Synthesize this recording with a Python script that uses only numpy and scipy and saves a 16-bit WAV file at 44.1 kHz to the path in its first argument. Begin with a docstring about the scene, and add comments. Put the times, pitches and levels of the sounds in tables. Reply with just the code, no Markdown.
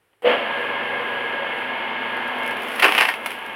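"""An electric screw log splitter in a shed, over quiet air (filtered noise). A button touch and a switch clack
(noise bursts), then starting torque jolts the frame (decaying sines). The motor runs: fluttering hum and whine
partials, bearing and fan rush with resonances, thin screw hiss. A log meets the screw: the whine's balance
shifts, fine crackle and single fibre snaps begin (pulses). The wood tears in two bursts of cracks with body
knocks; last snaps follow and the motor sound carries on at a lower level."""
import sys
import numpy as np
from scipy import signal
from scipy.fft import rfft, irfft
from scipy.io import wavfile
from scipy.ndimage import uniform_filter1d, map_coordinates

SR = 44100
rng = np.random.default_rng(int(sys.argv[2]) if len(sys.argv) > 2 else 0)


def store_pcm(level_fs):
    """Save levels as 16-bit WAV."""
    pcm = np.round(np.clip(level_fs, -1, 1) * 32767).astype(np.int16)
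    wavfile.write(sys.argv[1], SR, np.atleast_2d(pcm).T)


N = 156555

SWITCH_S = 0.222
SHAFT_HZ, SHAFT_WOBBLE = 24.8, 0.0011  # mean turns per second, relative rms speed wobble

# spectrum of rush and button: (frequency [Hz], density [dB per Hz])
RUSH_COLOUR = [(30, -39), (58, -43), (75, -25), (110, -18.5), (175, -13.5), (220, -1), (300, -2.5),
               (420, 0), (700, 2), (950, 3), (1200, 0.5), (1540, -2.5), (1870, -1.5), (2020, -2),
               (2450, -1), (3150, -2), (3400, -8), (3800, -20.5), (4600, -27), (5600, -43), (7300, -48.5),
               (8800, -50), (10300, -42.5), (15500, -50)]
# level of whine and housing ringing: (time [s], level [dB])
MOTOR_LEVEL = [(.23, -43), (.29, 4), (.45, -0.5), (.65, 1), (1.5, -0.5), (2.5, 0), (2.7, -7), (3.2, -8),
               (3.55, -9)]


def undb(db):
    """Decibels to amplitude gain."""
    return 10 ** (np.asarray(db) / 20)


def unit(x):
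    """Scale to rms 1."""
    return x / np.sqrt(np.mean(np.abs(x) ** 2))


def clock():
    """Time of every sample [s]."""
    return np.arange(N) / SR


def envelope(rows):
    """Gain interpolated in dB between (s, dB) points, -120 dB before the first."""
    s, db = np.array(rows).T
    return undb(np.interp(clock(), s, db, left=-120))


def colour(x, points):
    """Minimum-phase filter of unit energy through (Hz, dB) points."""
    hz, db = np.array(points).T
    size = 4096
    f = np.maximum(np.fft.rfftfreq(size, 1 / SR), 1)
    log_gain = np.log(undb(np.interp(np.log(f), np.log(hz), db)))
    # fold the cepstrum onto positive time: causal response
    cepstrum = irfft(log_gain)
    cepstrum[1:size // 2] *= 2
    cepstrum[size // 2 + 1:] = 0
    response = irfft(np.exp(rfft(cepstrum)))
    return signal.fftconvolve(x, response / np.linalg.norm(response))[:N]


def noise_through(points):
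    """White noise coloured by (Hz, dB) points, rms 1."""
    return unit(colour(rng.standard_normal(N), points))


def walk(rate_hz):
    """Smoothed random steps, rms 1."""
    step = int(SR / rate_hz)
    held = np.repeat(rng.standard_normal(N // step + 1), step)
    return unit(uniform_filter1d(held, step)[:N])


def fade(t, t60_s):
    """Exponential decay, 60 dB in t60_s."""
    return np.exp(-np.log(1000) * t / t60_s)


def bursts(rows, t60_s):
    """Pulse plus decaying noise of unit joint energy, scaled, per (s, dB, ringing re pulse dB)."""
    out, t = np.zeros(N + SR), clock()[:SR // 4]
    for s, db, ring_db in rows:
        burst = rng.standard_normal(len(t)) * fade(t, t60_s)
        burst *= undb(ring_db) / np.linalg.norm(burst)
        burst[0] = 1  # the pulse
        i = int(s * SR)
        out[i:i + len(t)] += undb(db) * burst / np.linalg.norm(burst)
    return out[:N]


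def crackle(per_s, spread_db):
    """Random clicks of either sign and exponentially spread dB size, rms 1."""
    size = undb(spread_db * np.minimum(rng.exponential(size=N), 4))
    clicks = rng.random(N) < per_s / SR
    return unit(clicks * size * rng.choice([-1, 1], N))


def resonate(x, hz, width_hz):
    """One second-order resonance, gain 1 at its centre."""
    return signal.lfilter(*signal.iirpeak(hz, hz / width_hz, fs=SR), x)


def shaken(noise, rows):
    """Noise through each resonance twice for steep skirts: (Hz, single-pass width Hz, dB)."""
    out = 0
    for hz, width_hz, db in rows:
        once = resonate(noise, hz, width_hz)
        out = out + undb(db) * unit(resonate(once, hz, width_hz))
    return out


def whine(turns):
    """Hum and whine partials locked to the shaft, fluttering; balance shifts as log meets screw."""
    # (frequency at mean speed [Hz], level running free [dB], level with log on screw [dB])
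    partials = [(124.3, -57, -57), (248.5, -48.5, -45.5), (571, -44, -50), (797, -54, -45),
                (899.2, -48, -39), (925.5, -43, -44), (1028.5, -44, -47), (1308, -48, -48),
                (1364, -49, -46), (1465, -47, -45), (1609, -42, -46), (1634, -37, -38), (1659, -36, -39),
                (1717.5, -45, -45), (1768, -40, -43), (2070, -47, -45), (2130, -49, -47), (2179, -43, -38),
                (2917, -50, -49), (7101, -83, -85), (9798, -70, -72)]
    contact_mid_s, contact_fade_s = 1.53, 0.71
    rough, flutter_hz = 0.18, 11  # random share of power, step rate
    contact = np.clip((clock() - contact_mid_s) / contact_fade_s + .5, 0, 1)
    out = 0
    for hz, free_db, loaded_db in partials:
        random_part = walk(flutter_hz) + 1j * walk(flutter_hz)
        flutter = np.sqrt(2 * (1 - rough)) + np.sqrt(rough) * random_part
        cycles = hz * turns / SHAFT_HZ + rng.random()
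        tone = np.real(flutter * np.exp(2j * np.pi * cycles))
        out = out + undb(free_db + contact * (loaded_db - free_db)) * tone
    return out * envelope(MOTOR_LEVEL)


def rush(turns):
    """Bearing and fan noise, partly repeating each turn, plus noise-shaken frame and housing modes."""
    # rush: (time [s], level [dB])
    rush_level = [(.221, -47.5), (.245, -36), (.256, -21.5), (.275, -19.5), (.32, -19.5), (.4, -26.5),
                  (.6, -28), (1.5, -29), (2.45, -28.5), (2.78, -29), (2.9, -26), (3.2, -34), (3.55, -34)]
    # frame resonances: (frequency [Hz], width [Hz], level [dB])
    drone = [(487, 63, -36), (555.6, 20, -37)]
    # frame drone: (time [s], level [dB])
    drone_level = [(.22, -51), (.26, -14), (.42, -1), (.7, -2.5), (1.4, -1.5), (1.7, -10), (2.7, -7.5),
                   (3.2, -13.5), (3.55, -34)]
    # motor housing resonances: (frequency [Hz], width [Hz], level [dB])
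    housing = [(1036, 90, -42), (1646, 58, -36.5), (1726, 37, -42), (2100, 93, -40.5), (2185, 28, -43.5),
               (3196, 65, -50.5)]
    repeat_share = 0.1  # of noise power
    turn = rng.standard_normal(int(SR / SHAFT_HZ))
    repeating = unit(map_coordinates(turn, [turns % 1 * len(turn)], mode="grid-wrap"))
    noise = np.sqrt(repeat_share) * repeating + np.sqrt(1 - repeat_share) * rng.standard_normal(N)
    shake = rng.standard_normal(N)
    frame_ring = shaken(shake, drone) * envelope(drone_level)
    housing_ring = shaken(shake, housing) * envelope(MOTOR_LEVEL)
    return unit(colour(noise, RUSH_COLOUR)) * envelope(rush_level) + frame_ring + housing_ring


def start():
    """Button and switch as noise bursts; starting torque rings the frame's decaying sine modes."""
    # frame modes: (frequency [Hz], level [dB], t60 [s])
    frame_modes = [(492, 3, 0.3), (525, -4, .3), (556, -9, 0.48), (617, -8.5, 0.45), (689, -10, 0.86),
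                   (406, -25, 0.09)]
    # starting torque jolts: (time [s], level [dB])
    jolts = [(0.2317, -28.5), (0.2442, -9.5)]
    # switch spectrum: (frequency [Hz], density [dB per Hz])
    switch_colour = [(60, -33), (450, 10), (2700, -8), (4500, -26), (6500, -35), (8700, -15), (9600, -20),
                     (15000, -25)]
    push_s = 0.007  # time constant of the jolt's onset
    frame = 0
    for s, jolt_db in jolts:
        t = np.maximum(clock() - s, 0)
        ring = 0
        for hz, db, t60_s in frame_modes:
            ring = ring + undb(db) * np.sin(2 * np.pi * hz * t) * fade(t, t60_s)
        frame = frame + undb(jolt_db) * ring * (1 - np.exp(-t / push_s))
    button = colour(bursts([(.13, -35, 15)], t60_s=.09), RUSH_COLOUR)
    switch = colour(bursts([(SWITCH_S, -12.5, 15)], t60_s=.16), switch_colour)
    return button + switch + frame


def cracking():
    """Crack bursts and tearing-fibre crackle, which also ring the log's resonances."""
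    # cracks: (time [s], level before common gain [dB], ringing re pulse [dB])
    crack_rows = [(2.7955, -11.5, 10), (2.7995, -10, 3), (2.8228, -2.5, 10), (2.8255, -3.5, 9),
                  (2.8295, -1.5, 6), (2.8355, -3.5, 18), (2.8415, -3.5, 19), (2.8445, -1.5, 1),
                  (2.849, -5, -3), (2.852, -4, 19), (2.858, -6, 3), (2.862, -5, 16), (2.8818, -6, 0),
                  (2.9005, -16, 4), (2.9228, -3.5, -3), (2.9505, -7, -16), (2.979, -6.5, -12),
                  (2.9815, -1.5, 2), (2.9873, -2, 0.5), (3.003, -6, 7), (3.0095, -1, -5), (3.012, -1.5, -3),
                  (3.0198, -3, 3), (3.028, -6, 11), (3.035, -10, 6), (3.052, -5.5, 24), (3.0888, -6, 9),
                  (3.1, -19, 17), (3.139, -14.5, 6), (3.2605, -13.5, 7)]
    # tearing fibres: (time [s], level [dB])
    tear_level = [(2.6, -60), (2.78, -40), (2.818, -39), (2.832, -25), (2.86, -26), (2.88, -26.5),
                  (2.9, -25), (2.916, -34), (2.935, -29), (2.97, -25), (3.015, -27), (3.07, -35),
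                  (3.095, -23.5), (3.13, -43), (3.2, -58), (3.27, -45), (3.36, -56)]
    # cracking wood spectrum: (frequency [Hz], density [dB per Hz])
    wood_colour = [(30, -60), (80, -36), (150, -38), (300, -12.5), (550, -11.5), (780, -1.5), (1300, -3.5),
                   (2000, 1.5), (3000, -0.5), (3800, -16.5), (5000, -18), (7000, -35.5), (8600, -28),
                   (10500, -22), (15500, -32)]
    # log modes: (frequency [Hz], t60 [s], level before common gain [dB])
    log_modes = [(715, .1, -1), (765, .08, -1), (860, .06, -1), (957, .08, -1), (1048, .08, -1),
                 (1499, .06, -4), (1821, .06, -3), (2137, .05, -3), (2503, .05, -2), (2638, .05, -2),
                 (2718, .05, -3)]
    crack_gain_db, mode_gain_db = 12.5, -2
    cracks = undb(crack_gain_db) * bursts(crack_rows, t60_s=.029)
    tear = crackle(per_s=600, spread_db=3) * envelope(tear_level)
    wood = colour(cracks + tear, wood_colour)
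    body = 0
    for hz, t60_s, db in log_modes:
        width_hz = np.log(1000) / (np.pi * t60_s)
        body = body + undb(db + mode_gain_db) * resonate(wood, hz, width_hz)
    return wood + body


def snapping():
    """Single fibres and splinters as short bursts, the biting screw as fine crackle."""
    # snaps: (time [s], level before common gain [dB])
    snap_rows = [(2.169, -25), (2.278, -22.5), (2.384, -23), (2.433, -21), (2.463, -17), (2.476, -15),
                 (2.51, -16.5), (2.57, -20), (2.62, -18), (2.633, -17), (2.685, -18), (2.72, -18),
                 (2.76, -13.5), (2.78, -20), (2.798, -4), (2.845, -7), (2.9005, -31), (3.2605, -6.5),
                 (3.266, -10), (3.3057, -13), (3.318, -16), (3.387, -25), (3.463, -22.5)]
    # screw biting: (time [s], level [dB])
    bite_level = [(1.9, -70), (2.3, -50.5), (2.6, -45.5), (2.78, -36), (2.95, -30.5), (3.09, -34),
                  (3.19, -50), (3.33, -39.5), (3.38, -49.5), (3.55, -51)]
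    # snap and bite spectrum: (frequency [Hz], density [dB per Hz])
    snap_colour = [(30, -45), (100, -15), (700, 3.5), (2700, 13), (4000, -3), (7000, -14), (8600, -10),
                   (10500, 0.5), (15500, -12.5)]
    snap_gain_db, ring_db = 6.5, 7
    snaps = undb(snap_gain_db) * bursts([(s, db, ring_db) for s, db in snap_rows], t60_s=.031)
    bite = crackle(per_s=1500, spread_db=1.5) * envelope(bite_level)
    return colour(snaps + bite, snap_colour)


def knocking():
    """Low-mid noise bursts of the log's body as it gives way."""
    # knocks: (time [s], level before common gain [dB])
    knock_rows = [(2.837, -2.5), (2.85, 3), (2.885, -1), (3.014, -7)]
    # knock spectrum: (frequency [Hz], density [dB per Hz])
    knock_colour = [(30, -48), (70, -51), (200, -28), (350, 4.5), (560, 0.5), (800, -1.5), (1150, 2),
                    (1700, 0.5), (3500, -50), (9000, -74)]
    knock_gain_db, ring_db = 8.5, 4.5
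    knocks = undb(knock_gain_db) * bursts([(s, db, ring_db) for s, db in knock_rows], t60_s=.12)
    return colour(knocks, knock_colour)


def shed(x):
    """Direct sound plus a short diffuse noise tail from the walls."""
    t60_s, tail_db, delay_s = 0.16, -8.5, 0.008
    t = clock()[:SR // 2]
    tail = rng.standard_normal(len(t)) * fade(t, t60_s) * (t > delay_s)
    return x + undb(tail_db) * signal.fftconvolve(x, tail / np.linalg.norm(tail))[:N]


def hiss():
    """Thin high noise of the spinning screw, fading in at the switch and flickering slightly."""
    # hiss spectrum: (frequency [Hz], density [dB per Hz])
    hiss_colour = [(2000, -29), (7500, -11), (8800, -6), (10000, 0), (12600, -5), (13400, -7),
                   (15800, -8.5)]
    level_db, flicker_db, flicker_hz, rise_s = -62.5, 2.2, 13, 0.05
    running = np.clip((clock() - SWITCH_S) / rise_s, 0, 1)
    gain = undb(level_db + flicker_db * walk(flicker_hz))
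    return running * gain * noise_through(hiss_colour)


def air():
    """Quiet air of the shed: steady coloured noise."""
    # air spectrum: (frequency [Hz], density [dB per Hz])
    air_colour = [(30, -16), (100, -3), (250, -9), (400, 0), (600, -6.5), (1900, -7.5), (3000, -11),
                  (4000, -20), (6500, -28), (10500, -18), (15000, -26)]
    level_db = -67
    return undb(level_db) * noise_through(air_colour)


def scene():
    """Motor on one wobbling shaft and the log in the shed, over hiss and air."""
    turns = np.cumsum(SHAFT_HZ * (1 + SHAFT_WOBBLE * walk(3))) / SR
    motor = whine(turns) + rush(turns) + start()
    log = shed(cracking() + snapping() + knocking())
    return (motor + log + hiss() + air())[None]


def record(dry):
    """Clip at full scale, then low-pass steeply."""
    top_hz = 15900
    lowpass = signal.ellip(10, .2, 80, top_hz, fs=SR, output="sos")  # 0.2 dB ripple, 80 dB stop
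    return signal.sosfilt(lowpass, np.clip(dry, -1, 1))


dry = scene()
out = record(dry)
store_pcm(out)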